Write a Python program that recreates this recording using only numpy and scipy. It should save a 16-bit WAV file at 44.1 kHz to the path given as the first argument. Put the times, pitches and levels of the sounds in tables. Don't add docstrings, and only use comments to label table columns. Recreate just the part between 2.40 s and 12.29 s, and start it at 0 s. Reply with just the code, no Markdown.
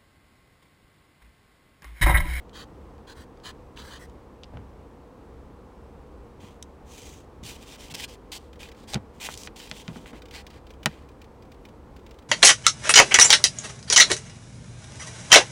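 import sys
import numpy as np
from scipy import signal
from scipy.fft import rfft, irfft, next_fast_len
from scipy.io import wavfile
from scipy.ndimage import map_coordinates

SR = 44100
rng = np.random.default_rng(int(sys.argv[2]) if len(sys.argv) > 2 else 0)


def inscribe(sig):
    pcm = np.round(np.clip(np.atleast_2d(sig).T, -1, 1) * 32767)
    wavfile.write(sys.argv[1], SR, pcm.astype(np.int16))


N = 436129


def amp(db):
    return 10 ** (np.asarray(db) / 20)


def unit(x):
    return x / np.sqrt(np.mean(x ** 2) + 1e-20)


def along(points, hz):
    f, v = np.transpose(points)
    return np.interp(np.log(hz + 1), np.log(f + 1), v)


def filtered(x, response):
    size = next_fast_len(len(x) + 8192)
    spectrum = rfft(x, size) * response(np.fft.rfftfreq(size, 1 / SR))
    return irfft(spectrum, size)[:len(x)]


def resonance(f, hz, width):
    return 1j * f * width / (hz * hz - f * f + 1j * f * width)


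def body(modes, f):
    powers = (amp(2 * db) * np.abs(resonance(f, hz, width)) ** 4 for hz, width, db in modes)
    return np.sqrt(sum(powers))


def wobble(rate, size):
    knots = rng.standard_normal(4096)
    return map_coordinates(knots, [np.arange(size) * rate / SR], mode="wrap")


def add(track, s, sound):
    room = track[max(round(s * SR), 0):][:len(sound)]
    room += sound[:len(room)]


def drifting(x, depth_db, width_hz, hold_s):
    hz, s, z = signal.stft(x, SR, nperseg=512)
    knots = rng.standard_normal((128, 64))
    grid = np.meshgrid(hz / width_hz, s / hold_s, indexing="ij")
    field = map_coordinates(knots, grid, mode="wrap")
    return signal.istft(z * amp(depth_db * field), SR, nperseg=512)[1][:len(x)]


def fibres(rate, spread_db, smooth):
    caught = rng.random(SR) < rate / SR
    strength = amp(max(spread_db, 0) * np.clip(rng.standard_normal(SR), -2, 2))
    slips = caught * rng.standard_normal(SR) * strength
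    return unit(unit(slips) + smooth * rng.standard_normal(SR))


# start t/s, end t/s, level/dB, sideways share 0-1
NIB_STROKES = [(0.129, 0.249, -44.3, 0), (0.668, 0.74, -47, 0.05), (0.747, 0.85, -53.5, 0.54),
               (1.032, 1.118, -41, 0.04), (1.359, 1.435, -45, 0.03), (1.415, 1.536, -49, 0.4),
               (1.499, 1.59, -45, 0), (1.587, 1.665, -51.5, 0.97)]
# f/Hz, width/Hz, relative level/dB
NIB_ALONG_SLIT = [(1040, 490, -1.5), (1600, 440, 1), (3140, 780, -2), (4070, 550, -1), (4580, 800, -5.5),
                  (6500, 2100, -13), (8000, 860, -19), (10070, 1200, -18), (13900, 1600, -25),
                  (15700, 1000, -21)]
# f/Hz, width/Hz, relative level/dB
NIB_SIDEWAYS = [(1110, 360, -2.5), (1770, 520, 1.5), (3350, 600, -13), (4360, 2500, -14.5),
                (5660, 2000, -13), (8300, 1500, -10.5), (10300, 970, -15), (14100, 2100, -17)]


def pen():
    out, t = np.zeros(N), np.arange(SR) / SR
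    for start, end, db, sideways in NIB_STROKES:
        share = np.clip(sideways, 0, 1)
        pressure = 1 + 0.0081 * rng.standard_normal()
        path_s = rng.uniform(0.00105, 0.003)
        page = lambda f: 1 + 0.48 * np.exp(-2j * np.pi * f * path_s)

        def scratch(modes):
            plucks = fibres(rate=3000, spread_db=1.0, smooth=0.8)
            return unit(filtered(plucks, lambda f: body(modes, f / pressure) * page(f)))

        nib = np.sqrt(1 - share) * scratch(NIB_ALONG_SLIT) + np.sqrt(share) * scratch(NIB_SIDEWAYS)
        nib = unit(drifting(nib, depth_db=1.5, width_hz=295, hold_s=0.039))
        progress = np.clip(t / (end - start), 0, 1)
        swell = np.abs(np.sin(np.pi * progress)) ** 0.67
        level = amp(db + 0.75 * wobble(113, SR))
        add(out, start, level * swell * nib)
    return out


# start t/s, length/s, share of the length spent speeding up 0-1, level/dB
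PAGE_SLIDES = [(3.997, 0.19, 0.06, -57.5), (4.438, 0.44, 0.33, -49.5), (5.029, 0.15, 0.19, -42.5),
               (5.125, 0.23, 0.48, -56), (5.259, 0.11, 0.77, -49), (5.372, 0.13, 0.4, -48),
               (5.498, 0.029, 0.7, -42.5), (5.539, 0.019, 0.5, -35.5), (5.558, 0.1, 0.78, -36.5),
               (5.676, 0.087, 0.2, -50), (5.917, 0.067, 0.08, -38.5), (5.97, 0.13, 0, -63.5),
               (6.189, 0.12, 0.23, -47.5), (6.354, .11, 0.5, -57.5), (6.472, 0.094, 0.65, -42),
               (6.723, 0.14, 0.9, -61), (6.799, 0.11, 0.31, -37.5), (6.892, 0.073, 0.35, -45.5),
               (6.952, 0.13, 0.58, -45), (7.157, 0.18, 0.05, -47), (7.302, 0.14, 0.67, -48),
               (7.4, 0.35, 0.35, -56.5), (7.653, 0.068, 0.6, -52), (7.741, 0.063, 0.25, -54),
               (7.919, 0.11, 0.19, -44), (8.072, 0.13, 0.7, -58), (8.483, 0.19, 0.06, -57)]
# f/Hz, relative level/dB
PAPER_TONE = [(760, -9), (1300, -23.5), (1600, -5.5), (3040, -1.5), (4520, -4.5), (8300, -4.5),
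              (12400, -16.5), (14800, -9.5), (15900, -16)]
# t/s, brightness/(dB per octave), sheet resonance f/Hz, edge resonance f/Hz, edge level/dB
SHEET_BEND = [(4.05, -4.5, 3000, 6500, -11), (4.6, 3.5, 2800, 6400, -0.5), (5.05, 2, 2950, 5600, -13),
              (5.63, -1, 3130, 5200, -5), (5.92, 4, 2860, 4130, -1), (6.23, -5.5, 3000, 5000, -21),
              (6.53, -3.5, 4630, 8150, -7), (6.85, 1, 2640, 6100, -15), (7.03, 2, 5200, 6500, -6),
              (7.17, 0.5, 3160, 4800, -8), (7.53, -.5, 3200, 6200, -21), (7.7, -5, 2530, 3300, -29),
              (7.94, -4.5, 1970, 4400, 2), (8.5, -8, 2600, 4400, -8)]
SHEET_DB, SHEET_WIDTH_HZ, EDGE_WIDTH_HZ = -1, 1760, 1000
SLIP_DB, SLIPS_PER_S = 2, 61
CLUMP_DB, CLUMPS_PER_S = -0.6, 340
SLIDE_SWELL = 0.72


def slides():
    out, t = np.zeros(N), np.arange(SR // 2) / SR
    times, *shape = np.transpose(SHEET_BEND)
    for start, length, rising, db in PAGE_SLIDES:
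        rise = length * np.clip(rising, 0.01, 0.99)
        bend = (np.interp(start + rise, times, column) for column in shape)
        bright_db, sheet_hz, edge_hz, edge_db = bend

        def paper(f):
            tilt_db = bright_db * np.log2(np.clip(f, 1500, 5600) / 4000)
            low_mode = amp(-0.5) * np.abs(resonance(f, 840, 310)) ** 2
            return amp(along(PAPER_TONE, f) + tilt_db) + low_mode

        def singing(f):
            sheet = amp(SHEET_DB) * np.abs(resonance(f, sheet_hz, SHEET_WIDTH_HZ)) ** 2
            edge = amp(edge_db) * np.abs(resonance(f, edge_hz, EDGE_WIDTH_HZ)) ** 2
            return sheet + edge

        clumps = amp(CLUMP_DB * wobble(CLUMPS_PER_S, len(t)))
        grain = fibres(rate=3000, spread_db=3.5, smooth=1.0)[:len(t)] * clumps
        rub = filtered(grain, lambda f: paper(f) + singing(f))
        rub = unit(drifting(rub, depth_db=1.0, width_hz=259, hold_s=0.0347))
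        speed = np.sin(np.pi / 2 * np.interp(t, [0, rise, length], [0, 1, 0]))
        swell = speed ** (SLIDE_SWELL * np.sqrt(10 * length))
        level = amp(db + SLIP_DB * wobble(SLIPS_PER_S, len(t)))
        add(out, start, level * swell * rub)
    return out


# t/s, peak level of the crease/dB, pitch f/Hz, top f/Hz,
# delay of the bending wave per unit of path at 1 kHz/ms
SHEET_SNAPS = [(6.888, -21.5, 930, 2330, 0.85), (7.074, -23, 1980, 5200, 0.62),
               (7.3137, -17, 2770, 6800, 0.66), (7.4795, -24.5, 2670, 6130, 1.34),
               (7.659, -33, 1940, 3580, 1.1), (8.459, -5, 1670, 14100, 0.63)]
# f/Hz, relative level/dB, t60/s
BOOK_MODES = [(151, -5, 0.11), (204, -4.5, 0.076), (320, -11.5, 0.11), (448, -5.5, 0.052),
              (636, 2.5, 0.035), (847, 4.5, 0.023)]


def snaps():
    out, t = np.zeros(N), np.arange(SR // 4) / SR
    for s, db, hz, top_hz, travel_ms in SHEET_SNAPS:
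        paths = 3 + 2.2 * (np.arange(1, 17) + rng.uniform(-0.45, 0.45, size=16))
        signs = rng.choice([-1, 1], size=len(paths))
        wave = lambda f, path: np.exp(-4j * np.pi * travel_ms * path * np.sqrt(f / 1000))
        loss = lambda f, path: np.exp(-path * (0.08 + f / 250000))
        returns = lambda f: sum(sign * wave(f, path) * loss(f, path) for sign, path in zip(signs, paths))
        reach = amp(0.5 * db)
        crease = lambda f: resonance(f, hz, 1.23 * hz) / (1 + (f / top_hz) ** 4)
        snap = filtered(t == 0, lambda f: crease(f) * (wave(f, 0.945) + reach * returns(f)))
        book = sum(amp(level - 60 * t / t60) * np.sin(2 * np.pi * mode_hz * t)
                   for mode_hz, level, t60 in BOOK_MODES)
        shake = amp(-9.0) * reach * book * (1 - np.exp(-t / 0.0031))
        add(out, s, amp(db) * (snap / np.abs(snap).max() + shake))
    return out


PAGE_HZ, PAGE_WIDTH_HZ, PAGE_DB = 1310, 710, -24


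def touch(hz, t60, top_db):
    t = np.arange(SR // 4) / SR
    burst = rng.standard_normal(len(t)) * amp(-60 * t / t60) * (1 - np.exp(-t / (0.036 * t60)))

    def contact(f):
        sparkle = amp(top_db) * (hz / 4500) ** 2 * resonance(f, 17700, 2500)
        page = amp(PAGE_DB) * resonance(f, PAGE_HZ, PAGE_WIDTH_HZ) ** 2
        return resonance(f, hz, 1.39 * hz) ** 2 + sparkle + page

    tick = filtered(burst, contact)
    return tick / np.abs(tick).max()


# t/s, peak level/dB, pitch f/Hz, top f/Hz
SHARP_TOUCHES = [(0.094, -45, 3100, 9000), (0.58, -53, 2700, 9000), (0.973, -52, 3300, 9100),
                 (1, -49, 3300, 9000), (1.374, -35, 2500, 5000), (1.697, -49, 4500, 12000),
                 (2.034, -33.5, 3930, 6200), (2.042, -37, 3720, 6140), (2.171, -33, 1330, 6100),
                 (4.226, -25.5, 5060, 15100), (5.036, -32, 4000, 12000), (5.598, -26.5, 3030, 12000),
                 (5.754, -48, 2400, 6000), (6.535, -21, 4330, 12000), (6.543, -14, 3830, 12900),
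                 (6.555, -24.5, 1820, 4000), (6.8008, -35, 2980, 15000), (6.94, -27, 5600, 11000),
                 (6.952, -34, 5600, 10000), (6.975, -27, 5350, 15000), (7.034, -30, 6000, 12000),
                 (7.297, -36, 7500, 15000), (7.558, -36, 890, 1800)]
TICK_T60_S, TICK_TOP_DB = 0.011, -4.5


def ticks():
    out = np.zeros(N)
    for s, db, hz, top_hz in SHARP_TOUCHES:
        tick = filtered(touch(hz, TICK_T60_S, TICK_TOP_DB), lambda f: 1 / (1 + (f / top_hz) ** 4))
        add(out, s, amp(db) * tick / np.abs(tick).max())
    return out


# t/s, peak level before the shared gain/dB
PAGE_CREAKS = [(5.357, -46), (6.1298, -45), (6.229, -35), (6.287, -43), (6.315, -44.5), (7.199, -37),
               (7.272, -42), (7.8191, -42), (7.855, -42), (7.909, -39), (8.0658, -38), (8.267, -47.5),
               (8.304, -43.5), (8.43, -41), (8.688, -50.5), (8.8153, -44), (9.022, -51), (9.1174, -47.5),
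               (9.251, -42), (9.563, -48), (9.663, -47.5), (9.709, -46.5), (9.787, -47)]
CREAK_HZ, CREAK_T60_S, CREAK_DB = 2700, 0.037, 4
CREAK_TOP_DB = 3
SETTLE_S, SETTLE_DB = 0.028, -8


def creaks():
    out = np.zeros(N)
    creak = lambda db: amp(db) * touch(CREAK_HZ, CREAK_T60_S, CREAK_TOP_DB)
    for s, db in PAGE_CREAKS:
        add(out, s, creak(db + CREAK_DB))
        settle_s = SETTLE_S * rng.uniform(0.9, 1.3)
        add(out, s + settle_s, creak(db + CREAK_DB + SETTLE_DB))
    return out


# t/s, peak level/dB, pitch f/Hz, t60/s
BOOK_BUMPS = [(2.134, -32, 75, 0.44), (4.031, -33.5, 70, 0.16), (5.028, -36, 123, 0.25),
              (5.52, -36.5, 104, 0.31), (6.534, -28, 760, 0.065), (6.546, -21.5, 94, 0.11),
              (6.559, -21.5, 193, 0.058), (6.571, -30, 113, 0.06), (7.482, -27.5, 139, 0.22),
              (7.558, -32, 232, 0.23), (7.73, -34.5, 294, 0.12)]


def bumps():
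    out, t = np.zeros(N), np.arange(SR // 2) / SR
    for s, db, hz, t60 in BOOK_BUMPS:
        dull = lambda f: resonance(f, hz, 0.36 * hz) / (1 + 1j * f / (11.3 * hz))
        flutter = filtered(rng.standard_normal(len(t)), dull)
        bump = flutter * amp(-60 * t / t60) * (1 - np.exp(-t / 0.00042))
        add(out, s, amp(db) * bump / np.abs(bump).max())
    return out


def walls(x, t60):
    t = np.arange(SR // 2) / SR
    decay = rng.standard_normal(len(t)) * amp(-60 * t / t60)
    tail = filtered(decay, lambda f: 1 / (1 + 1j * f / 5000))
    return signal.fftconvolve(x, tail / np.linalg.norm(tail))[:N]


# f/Hz, level/dB per Hz
ROOM_AIR = [(25, -72.5), (55, -67), (100, -74.5), (165, -78.5), (220, -75.5), (520, -80), (630, -87),
            (1100, -88.5), (1450, -100), (2200, -103), (3200, -107), (8000, -115), (12500, -120),
            (16000, -122)]
# f/Hz, width/Hz, level/dB
DUCT_MODES = [(70, 5.8, -56.5), (128.5, 5.4, -67.5), (285, 39, -68.5), (473.7, 70, -59), (845, 746, -60)]
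AIR_WAVER_DB = 0.5
WHINE_HZ, WHINE_DB = 8000, -87


def ventilation():
    flow = np.sqrt(SR / 2) * amp(AIR_WAVER_DB * wobble(5.3, N))
    air = flow * filtered(rng.standard_normal(N), lambda f: amp(along(ROOM_AIR, f)))
    for hz, width, db in DUCT_MODES:
        hum = filtered(rng.standard_normal(N), lambda f: resonance(f, hz, width) ** 2)
        air = air + amp(db) * unit(hum)
    whine = np.sin(2 * np.pi * WHINE_HZ * np.arange(N) / SR)
    return air + amp(WHINE_DB) * whine


def scene():
    desk = pen() + slides() + ticks() + snaps() + bumps() + creaks()
    return (desk + amp(-14.5) * walls(desk, t60=0.061) + ventilation())[None]


TOP_HZ = 16000


def record(dry):
    bass_loss = lambda f: f ** 4 / (f ** 4 + 25 ** 4)
    hollow = lambda f: 1 - 0.098 * resonance(f, 14000, 1960)
    return np.array([filtered(x, lambda f: bass_loss(f) * hollow(f) * (f < TOP_HZ)) for x in dry])


dry = scene()
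out = record(dry)
inscribe(out)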